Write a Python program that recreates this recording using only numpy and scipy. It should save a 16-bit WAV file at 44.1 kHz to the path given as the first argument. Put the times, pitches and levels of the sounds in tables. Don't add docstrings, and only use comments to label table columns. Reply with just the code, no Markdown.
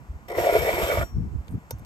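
import sys
import numpy as np
from scipy import signal
from scipy.fft import rfft, irfft, next_fast_len
from scipy.io import wavfile
from scipy.ndimage import uniform_filter1d

SR = 44100
rng = np.random.default_rng(int(sys.argv[2]) if len(sys.argv) > 2 else 0)


def undo_db(level):
    steps = np.asarray(level, float) / 20
    return 10 ** steps


def to_wav(sig):
    pcm = np.clip(np.atleast_2d(sig), -1, 1) * 32767
    pcm = np.round(pcm).astype(np.int16)
    wavfile.write(sys.argv[1], SR, pcm.T)


N = 81585
T_S = np.arange(N) / SR
FFT_SIZE = next_fast_len(N + 16384)
FFT_HZ = np.arange(FFT_SIZE // 2 + 1) * SR / FFT_SIZE

# (frequency [Hz], level [dB])
AIR_SPECTRUM = [(150, -4), (400, -11.5), (1000, -9.5), (2000, -18), (3800, -32.5), (5700, -28.5),
                (12000, -35), (15500, -40)]
# (time [s], level [dB])
GUST_LEVEL = [(0, -47.5), (.3, -44.5), (.65, -38), (.9, -36.5), (1.03, -32), (1.11, -45), (1.2, -26.5),
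              (1.32, -38), (1.47, -43), (1.55, -29.5), (1.68, -47.5), (1.85, -40.5)]
# (frequency [Hz], level [dB])
WIND_SPECTRUM = [(25, -45), (45, -1.5), (75, 0), (130, -6.5), (250, -14.5), (500, -30.5)]
# (centre [s], peak [dB], frequency [Hz], left minus right [dB])
LARGE_EDDIES = [(0.107, -25, 63, -1), (.16, -30, 68.6, -2), (.535, -29.5, 65, 6), (0.626, -31, 72, 1),
                (.845, -24, 64, 3), (0.985, -17, 77.5, -0.5), (1.049, -37, 61.6, -16), (1.151, -28, 63, 5),
                (1.222, -27.5, 81, 7), (1.274, -30, 68, -2), (1.356, -22.5, 87.5, -3), (1.4, -24, 66.6, -3),
                (1.527, -29, 78, -2), (1.555, -22, 101, 1), (1.589, -45, 80, -8), (1.736, -26.5, 108, -2.5),
                (1.755, -29, 76, -1), (1.811, -38.5, 111, -2)]
# (centre [s], peak [dB], frequency [Hz], left minus right [dB])
SMALL_EDDIES = [(1.127, -51, 168, -1), (1.184, -22, 140, 1), (1.198, -25, 168, 3), (1.21, -23.5, 171, 2),
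                (1.226, -33, 150, -5), (1.24, -32.5, 169, 7), (1.259, -34, 178, 0),
                (1.361, -35.5, 163, -11), (1.461, -50, 159, 0), (1.525, -25.5, 168, 0),
                (1.555, -28, 169, -2), (1.581, -27.5, 193, 1), (1.739, -36.5, 167, 0)]
# (time [s], pressure [dB], sliding speed [dB], extra ring near the tip tone [dB])
STROKE = [
    (.275, -60, -68, -6),
    (.287, -33.5, -46, -3),
    (.34, -26.5, -51, -5),
    (.39, -20.5, -39, -7.5),
    (.6, -24, -38, -0.5),
    (.8, -23, -38, -1),
    (.92, -29.5, -37, 10),
    (1.028, -31, -44.5, 15.5),
    (1.042, -49, -54.5, 10),
    (1.11, -72, -72, 9),
]
# (time [s], strength [dB])
EDGE_BITES = [
    (0.28, -29),
    (0.3, -19),
    (0.318, -30),
    (.347, -30),
    (0.377, -40),
    (0.912, -6.5),
    (0.95, -19),
    (0.975, -27),
    (1.01, -23.5),
    (1.021, -30),
]
# (time [s], peak [dB], frequency [Hz])
JUDDERS = [(0.381, -15, 590), (0.386, -13, 570), (0.402, -21, 630), (0.413, -24, 623), (0.429, -17, 560),
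           (0.438, -15, 656), (0.443, -13, 605), (0.465, -18, 610), (0.472, -10, 580), (0.48, -17, 660),
           (0.491, -8.5, 590), (0.498, -13.5, 553), (0.505, -25, 594), (0.516, -20, 560), (0.522, -30, 520),
           (0.528, -13, 440), (0.537, -17, 590), (0.554, -6, 550), (0.566, -8, 552), (0.583, -24, 585),
           (0.591, -27, 610), (0.605, -20, 545), (0.611, -27, 586), (0.621, -24, 626), (0.627, -19, 526),
           (0.633, -27, 547), (0.651, -19.5, 532), (0.658, -20, 606), (0.663, -21.5, 600),
           (0.671, -20.5, 595), (0.679, -15.5, 550), (0.688, -14.5, 550), (0.693, -10.5, 628),
           (0.702, -16, 590), (0.71, -23, 630), (0.731, -28, 535), (0.752, -32, 620), (0.77, -19.5, 620),
           (0.782, -17.5, 674), (0.802, -21, 580), (0.815, -20, 584), (0.823, -17, 576), (0.89, -17, 487),
           (0.901, -12.5, 574), (0.92, -14, 580), (0.929, -30, 600), (0.935, -20, 580), (0.941, -18, 495),
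           (0.974, -16.5, 596), (0.981, -19, 580), (1.01, -21.5, 580), (1.016, -18.5, 563),
           (.286, -30.5, 443), (.303, -24, 570), (.324, -24.5, 544), (.5615, -12, 507)]
# (frequency [Hz], level [dB], t60 [s])
BODY_MODES = [(355, -11, 0.12), (438, -8, 0.1), (548, 0, 0.035), (600, -1, 0.045), (665, 3, 0.04),
              (722, -2, 0.03), (880, -16, .05), (962, -10.5, 0.06), (1145, -12, .05), (1230, -13, .04),
              (1410, -10, 0.035), (1800, -5.5, 0.016), (1990, -5, 0.025), (2260, -8, 0.045)]
# (frequency [Hz], density [dB per Hz])
RASP_SPECTRUM = [(300, -5), (1000, -9.5), (2300, -10.5), (3500, -18), (6300, -22), (9300, -24),
                 (11500, -17), (15850, -30)]
# (frequency [Hz], level [dB], t60 [s])
GRIPPED_MODES = [(2600, -3, .02), (3100, 0, .03), (3650, -2, .03), (5370, 0, .025), (5700, -2, .03),
                 (7430, -4, .02), (8380, -3, .025), (11500, 0, .01), (13400, -4, .01)]
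# (frequency [Hz], level [dB], t60 [s])
FREE_MODES = [(5609, 0, .5), (6761, -8, .3), (7973, -9, .19), (12160, -5, .25), (12930, -4, .13),
              (13750, -2, .22), (9300, -6, .12)]
# (time [s], ring [dB], tick [dB], knock [dB], tick frequency [Hz])
CONTACTS = [
    (1.471, -80, -55, -77, 11600),
    (1.481, -80, -40, -52, 3600),
    (1.604, -79, -65, -78, 10600),
    (1.7078, -31, -28.5, -30, 9500),
    (1.7845, -58, -60, -55, 8000),
    (1.794, -56, -54, -55, 12500),
    (1.8485, -60, -42, -48, 5000),
]
# (frequency [Hz], level [dB], t60 [s])
SEATED_MODES = [(910, -10, .06), (2616, -14, .06), (3666, -17, .05), (4355, -18, .07), (4800, -10, .02),
                (5313, -13, .06), (5830, -7, .1), (6433, -9, .1), (7400, -7, .02), (8759, -7, .04),
                (11270, -3, .022), (12230, -1, .025), (13520, 0, .028), (15400, -8, .02)]
# (frequency [Hz], level [dB], t60 [s])
KNOCK_MODES = [(516, 11, 0.022), (617, 2, 0.02), (930, -1, .05), (1480, -3, 0.04), (2000, -8, 0.03),
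               (3150, -12, 0.03)]
# (start [s], length [s], level [dB])
SLOT_GRAZES = [
    (1.487, .012, -58),
    (1.508, .025, -58),
    (1.59, .008, -64),
]
# (frequency [Hz], level [dB], t60 [s])
SQUEAK_MODES = [(8750, 0, .018), (11500, -1, .018), (5900, -16, .02)]
# (frequency [Hz], lead [rad], likeness [0-1], level [dB])
PORT_RESPONSE = [(250, -.3, .85, 0), (700, -.6, .96, -.7), (1700, -2.7, .7, 0), (2300, -4.4, .4, 0),
                 (3500, -4.5, .8, 0), (5600, -7.5, .4, -10), (7300, -6.2, .85, -2), (8600, -4.8, .7, -1.5),
                 (9500, -np.pi, 1, 0), (10500, -np.pi, 1, 0), (11500, -1.9, .92, 0), (13000, 0, 1, 0),
                 (13800, 0, 1, 0), (15000, 1.4, .7, 0), (15600, np.pi, 1, 0)]


def unit(x):
    return x / np.sqrt(np.mean(x ** 2))


def curve(table, col, off_db=-120):
    a = np.array(table)
    return np.interp(T_S, a[:, 0], a[:, col], off_db, off_db)


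def colour(x, table):
    a = np.array(table)
    gain = undo_db(np.interp(np.log(FFT_HZ + 1), np.log(a[:, 0]), a[:, 1], -90, -90))
    return irfft(rfft(x, FFT_SIZE) * unit(gain), FFT_SIZE)[..., :N]


def ring(x, modes):
    t = T_S[:16384]
    h = 0
    for hz, db, t60_s in modes:
        h = h + undo_db(db) * np.exp(-np.log(1000) * t / t60_s) * np.sin(2 * np.pi * hz * t)
    h = h / np.sqrt(np.sum(h ** 2))
    return irfft(rfft(x, FFT_SIZE) * rfft(h, FFT_SIZE), FFT_SIZE)[..., :N]


def grains(per_s, spread_db):
    size = undo_db(spread_db * rng.exponential(size=(2, N))) * rng.standard_normal((2, N))
    return unit(size * (rng.random((2, N)) < per_s / SR))


def walk(per_s):
    k = int(SR / per_s)
    steps = np.repeat(rng.standard_normal(N // k + 1), k)
    return unit(uniform_filter1d(steps, k)[:N])


def bump(at_s, decay_s):
    return np.clip((T_S - at_s) * 2000, 0, 1) * np.exp(-np.maximum(T_S - at_s, 0) / decay_s)


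def click(at_s):
    return 1. * (np.arange(N) == int(at_s * SR))


def body_highpass(x, order):
    return signal.sosfilt(signal.butter(order, 300, "high", fs=SR, output="sos"), x)


def distance():
    level_db = -54 + 0.24 * walk(1.3)
    return undo_db(level_db) * colour(rng.standard_normal((2, N)), AIR_SPECTRUM)


def wind():
    likeness, flutter_db, flutter_per_s = 0.52, 5.5, 21
    shared, own = rng.standard_normal(N), rng.standard_normal((2, N))
    flutter = np.array([walk(flutter_per_s), walk(flutter_per_s)])
    gust_db = curve(GUST_LEVEL, 1, -45) + flutter_db * flutter
    air = np.sqrt(likeness) * shared + np.sqrt(1 - likeness) * own
    return undo_db(gust_db) * colour(air, WIND_SPECTRUM)


def buffets():
    length_cycles, phase_spread_rad = 0.82, 0.52
    out = 0
    for s, db, hz, pan_db in LARGE_EDDIES + SMALL_EDDIES:
        turns = (T_S - s) * hz
        port_phase = np.array([[0], [rng.normal(0, phase_spread_rad)]])
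        wobble = np.sin(2 * np.pi * (turns + rng.random()) + port_phase)
        level_db = db + np.array([[pan_db], [-pan_db]]) / 2
        out = out + undo_db(level_db) * np.exp(-(turns / length_cycles) ** 2) * wobble
    return out


def judders():
    length_cycles, split = 1.78, .11
    out, env = np.zeros((2, N)), np.zeros(N)
    for s, db, hz in JUDDERS:
        sign_draw, lag_draw, split_draw, phase_draw = rng.random(4)
        at = slice(int((s - .02) * SR), int((s + .02) * SR))
        turns = (T_S[at] - s) * hz
        shape = undo_db(db) * np.exp(-(turns / length_cycles) ** 2)
        tones = 0
        for side in (-1, 1):
            detune = 1 + side * split * (.5 + split_draw)
            tones = tones + np.cos(2 * np.pi * turns * detune + side * (phase_draw - .5))
        pair = np.array([tones, np.roll(tones, int(lag_draw * 60))])
        out[:, at] += shape * np.sign(sign_draw - .5) * pair / 2
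        env[at] += shape
    return out, env


def wander(x, modes, tip_db):
    drift_db, drift_per_s, tip_hz, tip_octaves = 3.2, 16, 1350, .4
    out = 0
    for k, (hz, db, t60_s) in enumerate(modes):
        near_tip = np.exp(-(np.log2(hz / tip_hz) / tip_octaves) ** 2)
        level_db = drift_db * walk(drift_per_s) + tip_db * near_tip
        mode = ring(x * undo_db(level_db), [(hz, 0, t60_s)])
        out = out + (-1) ** k * undo_db(db) * np.sqrt(t60_s * 15) * mode
    return out


def scrape():
    thuds, judder_env = judders()
    bites = undo_db(-7) * judder_env
    for s, db in EDGE_BITES:
        bites = bites + undo_db(db) * bump(s, 0.0057)

    stutter_s, stutter_end_s, stutter_hz, stutter_db = .282, .385, 58, 22
    depth_db = stutter_db * np.clip((stutter_end_s - T_S) / (stutter_end_s - stutter_s), 0, 1)
    stutter = -depth_db * ((T_S - stutter_s) * stutter_hz % 1) ** 2

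    slip_db = curve(STROKE, 1) + stutter / 4 + 0.5 * walk(80.6)
    slips = grains(3000, 2.5) * (undo_db(slip_db) + undo_db(-4) * bites)
    swarf_db = curve(STROKE, 2) + stutter + 1.1 * walk(70)
    swarf = grains(20000, 1.5) * (undo_db(swarf_db) + undo_db(-54) * bites)

    body = body_highpass(wander(slips, BODY_MODES, curve(STROKE, 3, 0)), 4)
    rasp = colour(swarf, RASP_SPECTRUM)
    free_s, freeing_s, tip_leaves_s = 1.02, .03, 1.036
    free = np.clip((T_S - free_s) / freeing_s + 1, .1, 1)
    gripped = wander(swarf[::-1], GRIPPED_MODES, 0)
    blade = undo_db(-7.5) * gripped + undo_db(-3) * ring(swarf * free, FREE_MODES)
    pluck = ring(click(tip_leaves_s), FREE_MODES)
    return undo_db(-8) * body + undo_db(6.5) * rasp + blade + undo_db(-20) * pluck + undo_db(-1.5) * thuds


def touches():
    tick_s = .0022
    out, noise = 0, rng.standard_normal((2, N))
    for s, ring_db, tick_db, knock_db, hz in CONTACTS:
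        hit = noise * bump(s, tick_s)
        seated = ring(hit / 2 + 6 * click(s), SEATED_MODES)
        knock = body_highpass(ring(click(s + tick_s), KNOCK_MODES), 2)
        tick = colour(hit, [(hz / 5, -10), (hz, 0), (hz * 1.8, -10), (20000, -30)])
        out = out + undo_db(ring_db + 6) * seated + undo_db(knock_db + 20.5) * knock + undo_db(tick_db) * tick
    rub = grains(2200, 2.4)
    for s, length_s, db in SLOT_GRAZES:
        out = out + undo_db(db) * ring(rub * bump(s, length_s), SQUEAK_MODES)
    return out


def snap():
    hit = rng.standard_normal(N) * bump(1.7073, .0016)
    return undo_db(-34) * colour(hit, [(7000, -12), (10000, -2), (14000, 6), (16500, -6)])


def ports(pair):
    a = np.array(PORT_RESPONSE)
    lead_rad, likeness, db = (np.interp(FFT_HZ, a[:, 0], a[:, k]) for k in (1, 2, 3))
    left, twin = rfft(pair, FFT_SIZE)
    mixed = likeness * left + np.sqrt(1 - likeness ** 2) * twin
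    right = mixed * undo_db(db) * np.exp(1j * lead_rad)
    return irfft(np.array([left, right]), FFT_SIZE)[:, :N]


def scene():
    return ports(distance() + scrape() + touches()) + wind() + buffets() + snap()


def band_limit(x):
    return signal.sosfilt(signal.butter(12, 16610, fs=SR, output="sos"), x)


def record(dry):
    top_cut = signal.ellip(8, .2, 60, 16700, fs=SR, output="sos")
    mix = signal.sosfilt(top_cut, dry)
    return band_limit(mix)


dry = scene()
out = record(dry)
to_wav(out)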